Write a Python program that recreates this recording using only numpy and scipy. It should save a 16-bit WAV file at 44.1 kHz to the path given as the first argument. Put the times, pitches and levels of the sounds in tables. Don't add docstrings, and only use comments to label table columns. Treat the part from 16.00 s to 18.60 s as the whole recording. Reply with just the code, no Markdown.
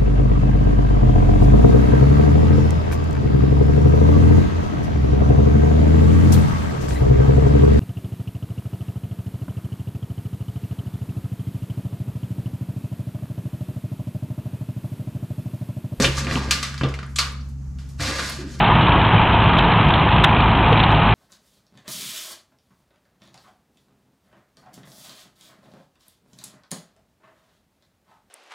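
import sys
import numpy as np
from scipy import signal
from scipy.fft import rfft, irfft
from scipy.io import wavfile
from scipy.ndimage import uniform_filter1d

SR = 44100
rng = np.random.default_rng(int(sys.argv[2]) if len(sys.argv) > 2 else 0)


def magnitude_from_level(level_db):
    exponent = np.asarray(level_db, float) / 20
    return 10 ** exponent


def pcm_store(signal):
    levels = np.round(np.clip(np.atleast_2d(signal), -1, 1) * 32767)
    wavfile.write(sys.argv[1], SR, levels.astype(np.int16).T)


N = 114660


def colour(x, table, tilt_db=0.):
    f = np.maximum(np.fft.rfftfreq(x.shape[-1], 1 / SR), 5)
    hz, db = np.array(table, float).T
    gain_db = np.interp(np.log(f), np.log(hz), db, left=-90, right=-90)
    gain_db = gain_db + tilt_db * np.log2(f / 3000)
    y = irfft(rfft(x) * magnitude_from_level(gain_db), x.shape[-1])
    return y / np.sqrt(np.mean(y ** 2))


def walk(rate_hz):
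    k = int(SR / rate_hz)
    steps = np.repeat(rng.standard_normal(N // k + 1), k)
    return 1.3 * uniform_filter1d(uniform_filter1d(steps, k), k)[:N]


def fade(t, t60):
    return 10 ** (-3 * t / t60)


def ring(t, modes, stretch, tilt_db, ref_hz, scatter_db):
    hz, db, t60 = np.array(modes, float).T[:, :, None]
    level_luck, pitch_luck = rng.standard_normal((2, len(hz), 1))
    gain = magnitude_from_level(db + scatter_db * level_luck + tilt_db * np.log2(hz / ref_hz))
    tones = np.sin(2 * np.pi * hz * (1 + 0.0072 * pitch_luck) * t)
    return np.sum(gain * tones * fade(t, t60 * stretch), 0)


def add(out, s, x, db):
    i = int(max(s, 0) * SR)
    n = min(len(x), N - i)
    out[i:i + n] += x[:n] * magnitude_from_level(db) / np.max(np.abs(x))


# f/Hz, level/dB per Hz
AIR_COLOUR = [(200, -5.5), (500, -22.5), (1210, -24.5), (3500, -39), (6500, -29), (9000, -41.5),
              (13100, -42.5)]


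def room_air():
    air = colour(rng.standard_normal((2, N)), AIR_COLOUR) * magnitude_from_level(-55.5 + 0.87 * walk(15.7))
    return air[0] + magnitude_from_level(-4) * air[1] * np.array([[1], [-1]])


# f/Hz, level/dB per Hz
MOTOR_MURMUR = [(25, -15), (50, 11.5), (100, 4), (170, 3.5), (220, 4), (260, 0.5), (330, -27.5), (500, -48)]
# t/s, level/dB
HUM_SWELL = [(0, -27), (.3, -31.5), (.5, -28), (.64, -39), (.82, -31.5), (.94, -30), (1.04, -37.5),
             (1.15, -32), (1.451, -32), (1.63, -34.5), (1.771, -32), (1.87, -36.5), (2.05, -33), (2.3, -38),
             (2.6, -37)]


def machine_hum():
    t = np.arange(N) / SR
    phase = 2 * np.pi * 68.0 * t + .7
    tone_db = np.interp(t, *np.array(HUM_SWELL, float).T) + 0.66 * walk(25)
    octave_db = -34 - 3 * t + walk(30.0)
    tone = magnitude_from_level(tone_db) * np.cos(phase) + magnitude_from_level(octave_db) * np.cos(2 * phase + 2.7)
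    murmur = colour(rng.standard_normal((2, N)), MOTOR_MURMUR) * magnitude_from_level(1.6 * walk(6))
    side = magnitude_from_level(-53) * murmur[1] * np.array([[1], [-1]])
    return np.sqrt(2) * tone + magnitude_from_level(-41.5) * murmur[0] + side


def room(x):
    t = np.arange(SR) / SR
    bass_cut = signal.butter(2, 420, "high", fs=SR, output="sos")
    noise = signal.sosfilt(bass_cut, rng.standard_normal((2, SR)))
    low = signal.sosfilt(signal.butter(1, 1500, fs=SR, output="sos"), noise)
    tail = low * fade(t, 0.5) + (noise - low) * fade(t, 0.14)
    tail = tail * np.minimum(t / 0.001, 1)
    tail = tail / np.sqrt(np.sum(tail[0] ** 2))
    side = magnitude_from_level(-1) * signal.sosfilt(signal.butter(1, 1500, "high", fs=SR, output="sos"), tail[1])
    return np.array([signal.fftconvolve(x, tail[0] + k * side)[:N] for k in (1, -1)])


# t/s, peak level/dB, f/Hz
BUCKLE_TICKS = [
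    (.2695, -17, 2300),
    (.3115, -15.5, 1900),
    (.3564, -13, 2800),
    (.743, -27, 1500),
    (.778, -28, 4200),
    (.8115, -19, 1500),
    (.9405, -25, 2400),
    (1.0305, -28, 1600),
    (1.998, -25, 1400),
]


def buckle_ticks():
    out, t = np.zeros(N), np.arange(200) / SR
    for s, db, hz in BUCKLE_TICKS:
        add(out, s, -np.sin(2 * np.pi * hz * t) * t * fade(t, .0025), db)
    return out


# t/s, peak level/dB, centre f/Hz, t60/s
SCUFF_EVENTS = [(.022, -13.5, 5600, 0.074), (0.033, -17.5, 1690, .06), (.044, -9.5, 2920, 0.085),
                (0.057, -23, 1940, 0.05), (.17, -25, 6030, 0.3), (0.288, -31, 1500, 0.083),
                (.365, -21.5, 910, 0.092), (.41, -35, 1210, 0.09), (.098, -22, 2600, 0.045),
                (.177, -21.5, 1290, 0.032), (.322, -24, 1240, 0.065), (0.744, -36, 1290, 0.052),
                (0.778, -33, 4700, 0.068), (0.8117, -23.5, 1250, 0.02), (.8345, -21, 3070, 0.096),
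                (.845, -28.5, 1160, 0.039), (.94, -33.5, 2040, .08), (0.991, -30, 1470, 0.091),
                (1.03, -32, 1490, 0.091), (1.062, -52, 8600, 0.06), (1.075, -39, 1620, 0.078),
                (1.159, -21.5, 7360, 0.1), (1.16, -23.5, 3670, 0.066), (1.187, -12.5, 4360, .12),
                (1.19, -23.5, 1284, 0.33), (1.21, -40.5, 496, 0.63), (1.32, -48, 9500, .04),
                (1.408, -44, 4770, 0.069), (1.788, -49, 1500, .1), (2.006, -27.5, 2310, 0.037),
                (2.2, -27.5, 1290, 0.086), (2.296, -26, 10500, .03), (2.39, -37, 4100, .1),
                (2.51, -42, 6500, 0.46), (2.592, -40, 4870, .1), (.002, -16, 403, 0.16),
                (.028, -20, 586, 0.1), (.07, -22, 340, 0.26), (0.814, -26, 2630, 0.05),
                (.855, -24, 422, 0.19), (2.385, -29.5, 320, .3), (2.44, -30, 305, 0.35),
                (2.1, -28.5, 306, 0.16)]


def scuffs():
    out, t = np.zeros(N), np.arange(SR // 2) / SR
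    f = np.fft.rfftfreq(len(t), 1 / SR)
    width, rise_s = 0.33, 0.0024
    for s, db, hz, t60 in SCUFF_EVENTS:
        resonance = 1 / (1 + ((f - hz) / (width * hz)) ** 2) ** 2
        band = irfft(rfft(rng.standard_normal(len(t))) * resonance, len(t))
        add(out, s - .001, band * np.minimum(t / rise_s, 1) * fade(t, t60), db)
    return out


def push_modes(out, s, peak_db, contact_width, tilt_db, modes):
    t = np.arange(SR // 2) / SR
    push = -np.exp(-((t[:600] - .004) / (contact_width * 0.00011)) ** 2)
    body = np.convolve(ring(t, modes, 0.94, tilt_db, 200., 2.5), push)[:len(t)]
    add(out, s - .004, body, peak_db)


# f/Hz, level/dB, t60/s
BOOT_MODES = [(97, 0, .7), (140, -6, .2), (296, -11, 1.1), (540, -22, .1), (689, -18, .1)]


def boot_step():
    out = np.zeros(N)
    push_modes(out, 1.998, -20, 2.2, 0, BOOT_MODES)
    return out


# t/s, peak level/dB, contact width in units of 0.11 ms, brightness/dB per octave
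FRAME_THUMPS = [(.001, -22, 3, 3.5), (0.026, -12, 4.5, -6), (.062, -8.5, 3.1, -11), (0.086, -11, 11, -7),
                (0.182, -12.5, 3.2, -5), (0.311, -7.5, 2.3, -1), (0.356, -9, 0.8, 6), (0.406, -26, 2.2, -8),
                (.48, -10.5, 5.2, 6), (.812, -9, 8.2, 1.5), (.835, -4, 0.89, 5), (0.849, -4, 0.66, 2),
                (0.938, -36, 4.4, 5), (2.248, -38, 3, -3), (2.384, -34, 3.6, 8), (2.451, -30.5, 3.4, 11)]
# f/Hz, level/dB, t60/s
FRAME_MODES = [(45, -17, .15), (100, -14, .2), (137, 0, .24), (165, -7, .12), (220, -10, .12),
               (270, -15, .1), (315, -11, .12), (425, -15, .08), (530, -19, .1), (650, -22, .07)]


def frame_thumps():
    out = np.zeros(N)
    for s, peak, ms, tilt in FRAME_THUMPS:
        push_modes(out, s, peak - 7, ms, tilt, FRAME_MODES)
    return out


# t/s, scrape level/dB, brightness/dB per octave, rumble level/dB over scrape
ROLL_STRETCHES = [
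    [(0, -26.5, 1.5, 13.5), (.02, -23.5, -0.5, -3), (.046, -18, -0.5, -6.5), (.11, -40.5, 1.5, 4),
     (.15, -37.5, 2, -4), (.186, -28.5, 3.5, -11.5), (.26, -44, -7.5, 9), (.33, -31.5, 1, -1),
     (.4, -36.5, -2.5, 4.5), (.5, -40.5, -3.5, -3)],
    [(1.98, -58.5, 3, -21), (2.008, -28.5, -0.5, -14), (2.08, -28.5, -1, -12), (2.13, -30, 0, -13),
     (2.19, -30.5, -1.5, -6), (2.3, -31.5, 0.5, -10.5), (2.34, -38.5, 2, -9), (2.4, -41, -2.5, -1.5),
     (2.46, -50.5, -0.5, 10), (2.53, -47, 2.5, -9), (2.585, -51, 1, 1), (2.6, -42, 3, -27)],
]
# f/Hz, level/dB per Hz
GRIT_COLOUR = [(300, -22.5), (530, 3.5), (750, -5.5), (1600, 2.5), (3100, -4), (4500, 0), (8000, -9.5),
               (13500, -24)]
# f/Hz, level/dB per Hz
RUMBLE_COLOUR = [(25, -24.5), (45, -19), (100, -3.5), (180, 3.5), (260, 1.5), (400, -7.5), (600, -22.5),
                 (900, -25.5)]


def rolling():
    t, out = np.arange(N) / SR, 0
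    for rows in ROLL_STRETCHES:
        s, db, tilt, rumble_db = np.array(rows, float).T
        gate = np.clip((s[-1] + 0.22 - t) / 0.22, 0, 1) * (t >= s[0])
        size = magnitude_from_level(1.77 * np.minimum(rng.exponential(size=N), 3))
        size = size * (rng.random(N) < .4)
        grit = colour(size * rng.standard_normal(N), GRIT_COLOUR)
        plates = signal.fftconvolve(grit, ring(t[:SR // 4], IRON_MODES, 1.0, -1.7, 3000., 4.4))[:N]
        grit = grit + magnitude_from_level(-25) * plates / np.std(plates)
        slope = np.interp(t, s, tilt)
        below_2k = signal.sosfiltfilt(signal.butter(1, 2000, fs=SR, output="sos"), grit)
        below_6k = signal.sosfiltfilt(signal.butter(1, 6000, fs=SR, output="sos"), grit)
        bands = ((below_2k, -1.3), (below_6k - below_2k, 0), (grit - below_6k, 1.5))
        for part, octave in bands:
            level_db = np.interp(t, s, db) + 0.5 + octave * slope + 2.1 * walk(59.76)
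            out = out + gate * part * magnitude_from_level(level_db)
        rumble = colour(rng.standard_normal(N), RUMBLE_COLOUR) * magnitude_from_level(3.5 * walk(24.59))
        out = out + gate * rumble * magnitude_from_level(np.interp(t, s, db + rumble_db) + 1)
    return out


# f/Hz, level/dB, t60/s
IRON_MODES = [(1206, -5, .25), (1292, -7, .36), (1744, -6, .3), (1981, -9, .33), (2541, -7, .24),
              (2896, -3, .33), (3408, -4, .16), (4200, -4, .22), (4748, -3, .24), (4915, -4, .13),
              (5168, -4, .19), (5500, -5, .14), (6848, -7, .12), (7690, -9, .17)]
# f/Hz, level/dB per Hz
PLATE_COLOUR = [(200, -17.5), (880, -15), (1180, -2), (2200, -2.5), (4700, -1), (7700, -9), (13400, -23.5),
                (16000, -61.5)]


def iron(rows, db, ring_db, rise_s):
    out, t = np.zeros(N), np.arange(SR // 2) / SR
    chatter_s = 3 * 0.011
    for s, peak, tilt, length, tick_db in rows:
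        tail_noise, crack_noise, tap_noise, tick_noise = rng.standard_normal((4, len(t)))
        taps = tap_noise ** 3 * fade(t, chatter_s) * (t < chatter_s)
        modes = ring(t, IRON_MODES, .6 * min(length, 1), tilt, 3000., 3)
        bell = signal.fftconvolve(modes, taps)[:len(t)]
        bell = bell / np.max(np.abs(bell))
        tail = colour(tail_noise, PLATE_COLOUR, tilt - 1.5) * fade(t, 0.3 * length)
        crack = magnitude_from_level(4.5) * colour(crack_noise, PLATE_COLOUR, tilt) * fade(t, 0.087 * length)
        hiss = (tail + crack) * np.minimum(t / rise_s, 1)
        tick_shape = (t / rise_s) ** 2 * np.exp(2 - 2 * t / rise_s)
        tick = magnitude_from_level(tick_db) * colour(tick_noise, PLATE_COLOUR, tilt) * tick_shape
        add(out, s - .001, magnitude_from_level(ring_db) * bell + (hiss + tick) / 4, peak + db)
    return out


# t/s, peak level/dB, brightness/dB per octave, ring length factor, tick level/dB
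RATTLE_EVENTS = [(.246, -20.5, 1, 0.43, -16), (.2695, -17.5, -7.5, 0.83, 4), (.3117, -10.5, -6.5, 0.58, 12),
                 (.3566, -17, -13, 0.91, -7), (.7423, -23.5, -2, 0.64, 11), (.7783, -24, -1, 2.9, 9),
                 (.8115, -13.5, -9, 0.51, -23), (.834, -15, -8, 1.27, -14), (.8864, -25.5, -0.5, 0.9, -2),
                 (.9400, -22.5, -1.5, 0.63, 0), (.9892, -19, -5.5, 0.74, 5), (1.0297, -24.5, -5, .7, -1),
                 (1.09, -45, 8, 4.6, -19.5), (1.4874, -47, 14, 0.75, 0), (2.1971, -12, -3.5, 1.2, 8.5),
                 (2.2942, -32, 12, 0.51, -5)]


def rattles():
    return iron(RATTLE_EVENTS, db=-4.5, ring_db=-11, rise_s=.0016)


# t/s, peak level/dB, brightness/dB per octave, ring length factor, tick level/dB
CLANK_EVENTS = [
    (.5092, -4.5, 1, 1.13, 8),
    (.6281, -12, 0, 1.45, 3),
    (1.1594, -19.5, 2.5, 1, -9),
    (1.1855, -6, 1, 1.04, 0.5),
    (1.7856, -39.5, 1, 2.9, -9),
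    (1.889, -43.5, 9, 1.5, -13),
]


def clanks():
    return iron(CLANK_EVENTS, db=-1, ring_db=-6, rise_s=0.0023)


def scene():
    truck = clanks() + rattles() + frame_thumps() + boot_step() + buckle_ticks() + rolling() + scuffs()
    ports = magnitude_from_level(-27.5) * np.diff(np.roll(truck, 5), prepend=0) * np.array([[1], [-1]])
    return truck + ports + magnitude_from_level(-7.5) * room(truck) + machine_hum() + room_air()


def top_cut(x):
    return signal.sosfilt(signal.butter(12, 15300, fs=SR, output="sos"), x)


def record(dry):
    mix = signal.sosfilt(signal.butter(2, 32, "high", fs=SR, output="sos"), dry)
    return top_cut(mix)


dry = scene()
out = record(dry)
pcm_store(out)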